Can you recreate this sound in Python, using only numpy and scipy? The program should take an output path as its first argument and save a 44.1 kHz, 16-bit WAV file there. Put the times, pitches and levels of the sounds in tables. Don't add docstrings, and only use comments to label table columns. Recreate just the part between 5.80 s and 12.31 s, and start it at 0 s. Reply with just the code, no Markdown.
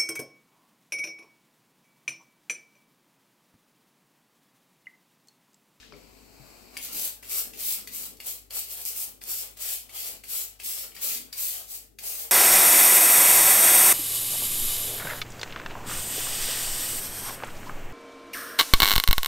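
import sys
import numpy as np
from scipy import signal
from scipy.fft import rfft, irfft, next_fast_len
from scipy.io import wavfile

SR = 44100
rng = np.random.default_rng(int(sys.argv[2]) if len(sys.argv) > 2 else 0)


def pcm_store(signal):
    levels = np.round(np.clip(np.atleast_2d(signal), -1, 1) * 32767)
    wavfile.write(sys.argv[1], SR, levels.astype(np.int16).T)


N = 287095
TIME = np.arange(N) / SR

FADE_IN_S = 0.013
CREEP_DB, SPEED_UP_S, SLOW_DOWN_DB_PER_S = -15, 0.054, 223
LIFT_OFF_S, LIFT_OFF_DB_PER_S = 0.17, 139
RASP_FOLLOWS, BODY_FOLLOWS = 0.72, 0.48

# touch_s, time_to_full_speed_s, full_speed_s, swish_db, swell_over_full_speed_db,
# link_rasp_db, brush_body_db
SWEEPS = [ (0.975, 0.061, 0.025, -38, 0.5, -47.5, -56), (1.09, 0.046, 0.12, -33.5, 5, -46.5, -55.5),
          (1.429, 0.093, 0.071, -30, 2, -45.5, -56.5), (1.736, 0.078, .12, -31, 3.5, -44, -55.5),
          (2.075, 0.079, 0.099, -36.5, -3, -50.5, -61.5), (2.402, 0.078, 0.028, -33.5, -1, -49, -59.5),
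          (2.707, 0.055, 0.031, -32, -0.5, -47, -57.5), (2.86, .05, 0.11, -38, -3, -52, -61.5),
          (3.06, 0.0044, 0.032, -31.5, -3, -48, -59), (3.11, 0.066, 0.053, -32.5, 0, -49, -60),
          (3.416, 0.082, 0.12, -33.5, -2, -48, -58), (3.77, 0.059, 0.11, -32, 1.5, -45.5, -58),
          (4.095, 0.072, 0.12, -35, 0.5, -47.5, -59.5), (4.44, 0.073, 0.1, -32, 0, -46.5, -60.5),
          (4.798, 0.061, 0.16, -34.5, -1, -47.5, -59), (5.15, 0.089, .11, -31, -1.5, -43, -55.5),
          (5.528, 0.072, 0.18, -33, -7, -47, -58.5), (5.87, 0.048, 0.033, -36.5, 1, -54.5, -63),
          (6.192, 0.069, 0.18, -35.5, -6, -51, -58)]


def sweeps():
    power = np.zeros((3, N))
    for touch_s, lead_s, hold_s, swish_db, swell_db, rasp_db, body_db in SWEEPS:
        at = round((touch_s - FADE_IN_S) * SR)
        t = TIME[:min(SR, N - at)] - FADE_IN_S
        starting = np.clip((lead_s - t) / SPEED_UP_S, 0, 1)
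        held = np.clip((t - lead_s) / hold_s, 0, 1)
        slowing_s = np.maximum(t - lead_s - hold_s, 0)
        creep_db = CREEP_DB * np.sin(np.pi / 2 * starting) ** 2
        speed_db = creep_db + swell_db * (held - .5) - SLOW_DOWN_DB_PER_S * slowing_s
        fade_in = np.clip(1 + t / FADE_IN_S, 0, 1) ** 2
        lift_off = from_db(-LIFT_OFF_DB_PER_S * np.maximum(slowing_s - LIFT_OFF_S, 0))
        levels_db = [swish_db + speed_db, rasp_db + RASP_FOLLOWS * speed_db, body_db + BODY_FOLLOWS * speed_db]
        power[:, at:at + len(t)] += (fade_in * lift_off * from_db(levels_db)) ** 2
    return np.sqrt(power)


LUMP_DB, LUMPS_PER_S = 3, 35
FLUTTER_DB, FLUTTERS_PER_S = 1.0, 45

# freq_hz, density_db_per_hz
SCRUB_SPECTRUM = [(240, -54), (400, -12), (824, -13.5), (918, -19.5), (1430, -16), (1550, -16.5),
                  (2270, -8.5), (3050, -8.5), (4410, -8), (6470, -8.5), (8150, -2), (9510, -6), (12000, 0),
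                  (15100, -3), (15800, -2)]
# freq_hz, width_hz, level_db
CLACK_RESONANCES = [(474, 300, -7.5), (2150, 920, 10), (2600, 1070, 10.5)]
CLINK_RESONANCES = [(4460, 470, 8.5), (5800, 980, -6)]


def bristles(flicks_per_s=5500, spread_db=1.5, clump_db=2.0, clumps_per_s=260, comb_db=2.5, brighten=0.51):
    swish, rasp, body = sweeps()
    effort = np.sqrt(swish / swish.max())
    rate_per_s = flicks_per_s * (.15 + effort)
    tufts = np.array([grains(rate_per_s, spread_db) * from_db(clump_db * drift(clumps_per_s))
                      for _ in range(3)])
    combed = reflections(tufts[2], t60_s=0.011, wet_db=9.5, gap_s=.0001, turns_per_s=9, count=6)
    flicks = wide(tufts[:2], alike=0.092) + from_db(comb_db) * combed

    top = coloured(flicks, SCRUB_SPECTRUM, 9200, 20000)
    tips = coloured(flicks, SCRUB_SPECTRUM, 5340, 22000) + brighten * (effort - .6) * top

    clacks = resonate(grains(per_s=92, spread_db=2.0), CLACK_RESONANCES)
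    clinks = resonate(grains(per_s=270, spread_db=3.0), CLINK_RESONANCES)
    links = rms_one(reflections(clacks + clinks, t60_s=0.066, wet_db=-2, gap_s=0.00045, turns_per_s=4.7, count=2))

    scrape = from_db(-1.04) * coloured(flicks, SCRUB_SPECTRUM, 1960, 5360) + from_db(-10.5) * links
    thud = coloured(flicks, SCRUB_SPECTRUM, 325, 1420)
    flutter = from_db(FLUTTER_DB * drift(FLUTTERS_PER_S))
    lumps = from_db(LUMP_DB * drift(LUMPS_PER_S))
    return flutter * swish * tips + rasp * scrape + lumps * body * thud


# start_s, clack_db, clink_db, bristle_tip_crush_db
KNOCKS = [ (0.1235, -47, -48, -72), (0.9682, -25.5, -33.5, -31.5), (1.429, -39, -50, -54),
          (1.513, -35, -48, -40), (1.735, -41, -47, -44), (2.0734, -35.5, -37, -32.5),
          (2.369, -64, -53, -47), (2.402, -37, -41.5, -36), (2.707, -40, -37.5, -35),
          (3.416, -41, -43, -52), (3.771, -45, -53, -40.5), (4.093, -44, -51, -52), (4.4375, -40, -45, -41),
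          (4.7997, -34, -38, -36.5), (5.119, -45, -54, -56), (5.15, -49, -54, -44),
          (5.1648, -35.5, -43, -50), (5.528, -35, -30, -31.5), (6.1867, -35.5, -38.5, -34.5)]


def landings(first=1.8, burst_s=0.0018, settle_s=0.042, settle_db=-17):
    clack, clink, crush = np.zeros((3, N))
    t = TIME[:SR // 15]
    volley = np.exp(-t / burst_s) + from_db(settle_db) * np.exp(-t / settle_s) + first * (t == 0)
    bend = np.exp(-t / 0.0096)
    for start_s, clack_db, clink_db, crush_db in KNOCKS:
        at = round(start_s * SR)
        span = slice(at, at + len(t))
        contacts = rng.choice([-1, 1], (3, len(t)))
        clack[span] += from_db(clack_db) * volley * contacts[0]
        clink[span] += from_db(clink_db) * volley * contacts[1]
        crush[span] += from_db(crush_db) * bend * contacts[2]
    crush = high_pass(crush, order=2, cutoff_hz=5500)
    hit = resonate(clack, CLACK_RESONANCES) + resonate(clink, CLINK_RESONANCES) + crush
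    return reflections(hit, t60_s=.03, wet_db=-2, gap_s=.0006, turns_per_s=3)


# start_s, level_db
TUFT_SNAPS = [(0.975,-25), (1.196,-22), (1.461,-43), (1.496,-28), (1.924,-21), (2.792,-26), (3.0524,-19),
              (3.065,-34), (3.079,-28), (3.0875,-33), (3.438,-28.5), (3.612,-31), (6.436,-34)]


def snaps():
    out, t = np.zeros((2, N)), TIME[:SR // 100]
    crack = np.exp(-(t / .0013) ** 2)
    for start_s, level_db in TUFT_SNAPS:
        at = round(start_s * SR)
        noise = wide(rng.choice([-1, 1], (2, len(t))), alike=0.069)
        out[:, at:at + len(t)] += from_db(level_db) * crack * noise
    return high_pass(out, order=4, cutoff_hz=5200)


# start_s, pitch_hz, level_db, t60_s, rise_octaves_per_s
TUB_DROPS = [(0.030, 1700, -45, 0.03, 4), (0.1235, 1250, -32.5, 0.0053, 0), (0.127, 396, -48, 0.25, 1.5),
             (0.130, 589, -49.5, 0.17, -2), (0.138, 2150, -46, .06, 15.5), (0.158, 2830, -62, 0.09, 27)]


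def drops():
    return pings(TUB_DROPS)


SWILL_DB, SWILL_FADE_DB_PER_S = -55.5, 82
RUMPLE_DIP_DB = -3

# time_s, rumple_db (before the dip)
GLOVE_LEVELS = [(0.0, -69.5), (0.14, -56), (0.23, -62), (1.03, -62.5), (1.16, -53.5), (1.34, -71.5),
                (1.61, -59), (2.33, -63), (2.61, -71.5), (3.56, -65.5), (3.95, -77), (4.33, -63.5),
                (4.78, -78), (4.85, -60.5), (4.94, -72), (5.41, -57.5), (5.5, -69), (6.5, -69.5)]
# time_s, rustle_db
LIFT_LEVELS = [(0, -60.5), (0.12, -72), (0.17, -59.5), (0.24, -60.5), (0.56, -58.5), (0.68, -55),
               (0.92, -57), (0.96, -49), (1.0, -66.5)]
# freq_hz, density_db_per_hz
GLOVE_SPECTRUM = [(130, -5), (230, 8.5), (310, 6), (350, 3), (420, 7), (600, 7.5), (800, 14.5), (1100, 3)]
BRISTLE_SPECTRUM = [(450, 0), (750, 4.5), (1200, 0), (1800, -4.5), (2400, 3.5), (3400, -8.5), (4500, 3.5),
                    (6000, -6), (8000, 0.5), (9500, -10.5), (12000, -3.5), (16000, -6)]
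# start_s, pitch_hz, level_db, t60_s
HAND_BUMPS = [(0.125, 170, -51, 0.069), (0.6, 136, -46.5, 0.065), (1.0, 42, -53, .15),
              (1.152, 45.4, -52, 0.3), (1.157, 247, -43.5, 0.089)]


def handling():
    clicks = wide([grains(per_s=5000, spread_db=0.5) for side in range(2)], alike=0.3)
    rumple, = gains(GLOVE_LEVELS)
    rustle, = gains(LIFT_LEVELS)
    swish = sweeps()[0]
    dip = from_db(RUMPLE_DIP_DB * swish / swish.max())
    swill = from_db(SWILL_DB - SWILL_FADE_DB_PER_S * TIME)
    swill_spectrum = [(1500, 0), (3500, 6), (8000, -2)]
    return (dip * rumple * coloured(clicks, GLOVE_SPECTRUM, 79, 446)
            + rustle * coloured(clicks, BRISTLE_SPECTRUM, 550, 18000)
            + swill * coloured(clicks, swill_spectrum, 1240, 6700)
            + pings([(*bump, 0) for bump in HAND_BUMPS]))


AIR_DB = -70

# freq_hz, density_db_per_hz
AIR_SPECTRUM = [(20, -2), (60, 11), (130, -4), (260, -18.5), (600, -23), (1200, -22), (5000, -20),
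                (16000, -14.5)]
# freq_hz, level_db_rms (before a slow waver)
HUM_TONES = [(49.4, -64), (99.8, -73)]


def background():
    air = coloured(wide(rng.standard_normal((2, N)), alike=0.39), AIR_SPECTRUM, 15, 30000)
    waver = from_db(.8 * drift(3))
    hum = 0
    for freq_hz, level_db in HUM_TONES:
        hum = hum + np.sqrt(2) * from_db(level_db) * np.sin(2 * np.pi * (freq_hz * TIME + rng.random()))
    return from_db(AIR_DB) * air + waver * hum


def pings(rows):
    out, t = np.zeros(N), TIME[:SR // 6]
    for start_s, pitch_hz, level_db, t60_s, rise in rows:
        at = round(start_s * SR)
        phase = 2 * np.pi * np.cumsum(pitch_hz * 2 ** (rise * t)) / SR
        out[at:at + len(t)] += from_db(level_db - 60 * t / t60_s) * np.sin(phase)
    return out


def reflections(x, t60_s, wet_db, gap_s, turns_per_s, count=3):
    places = np.array([drift(turns_per_s) for _ in range(count)])
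    places /= np.linalg.norm(places, axis=0)
    t = TIME[:round((t60_s + gap_s) * SR)]
    decay = from_db(-60 * t / t60_s) * np.clip(t / gap_s - 1, 0, 1)
    echoes = 0
    for place in places:
        tail = decay * rng.standard_normal((2, len(t)))
        tail /= np.linalg.norm(tail, axis=1, keepdims=True)
        echoes = echoes + signal.oaconvolve(x * place * np.ones((2, 1)), tail, axes=1)[:, :N]
    return (x + from_db(wet_db) * echoes) / np.hypot(1, from_db(wet_db))


def resonate(x, modes):
    def bank(v):
        out = 0
        for k, (freq_hz, width_hz, level_db) in enumerate(modes):
            r = np.exp(-np.pi * width_hz / SR)
            poles = [1, -2 * r * np.cos(2 * np.pi * freq_hz / SR), r * r]
            ring = signal.lfilter([1 - r * r, 0, r * r - 1], poles, v + 1e-18)
            out = out + (-1) ** k * from_db(level_db) * ring
        return out
    return bank(x) / np.linalg.norm(bank(signal.unit_impulse(2048)))


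def grains(per_s, spread_db):
    sizes = from_db(spread_db * np.minimum(rng.exponential(1, N), 4)) * rng.choice([-1, 1], N)
    return sizes * (rng.random(N) < per_s / SR) / np.sqrt(per_s)


def drift(rate_per_s):
    return np.interp(TIME * rate_per_s, np.arange(8000), rng.standard_normal(8000))


def wide(x, alike):
    alike = np.clip(alike, -1, 1)
    return np.sqrt(1 + alike) * x[0] + np.sqrt(1 - alike) * x[1] * np.array([[1], [-1]])


def coloured(x, spectrum, low_hz, high_hz):
    def gain_at(hz):
        edges = ((1 + (low_hz / (hz + 1)) ** 10) * (1 + (hz / high_hz) ** 10)) ** -.5
        return from_db(at_hz(spectrum, hz)) * edges
    return rms_one(shaped(x, gain_at))


def shaped(x, gain_at):
    size = next_fast_len(N + 4096)
    return irfft(rfft(x, size) * gain_at(np.fft.rfftfreq(size, 1 / SR)), size)[..., :N]


def at_hz(points, hz):
    freq_hz, value = np.transpose(points)
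    return np.interp(np.log(hz + 1), np.log(freq_hz), value)


def high_pass(x, order, cutoff_hz):
    return signal.sosfilt(signal.butter(order, cutoff_hz, "high", fs=SR, output="sos"), x + 1e-18)


def gains(rows):
    time_s, *columns = np.transpose(rows)
    knots_s = [time_s[0] - .012, *time_s, time_s[-1] + .03]
    return [from_db(np.interp(TIME, knots_s, [-100, *column, -100])) for column in columns]


def rms_one(x):
    return x / np.sqrt(np.mean(x.mean(axis=0) ** 2) + 1e-20)


def from_db(db):
    return 10 ** (np.asarray(db) / 20)


KITCHEN_T60_S, KITCHEN_DB = .26, -3

# freq_hz, left_over_right_db
BALANCE = [(50,2.7), (110,12), (220,12.3), (500,5.3), (1200,6.4), (1700,4.9), (2500,7.7), (4300,2.9),
           (6000,4.4), (8500,1.3), (15000,2.2)]


def scene():
    work = bristles() + landings() + snaps() + drops() + handling()
    room = reflections(work, t60_s=KITCHEN_T60_S, wet_db=KITCHEN_DB, gap_s=.003, turns_per_s=6)
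    heard = room + background()
    half_each_side = np.array([[.5], [-.5]])
    return shaped(heard, lambda hz: from_db(at_hz(BALANCE, hz) * half_each_side))


CUTOFF_HZ = 15800


def record(dry):
    return signal.sosfilt(signal.ellip(12, .2, 70, CUTOFF_HZ, fs=SR, output="sos"), dry)


dry = scene()
out = record(dry)
pcm_store(out)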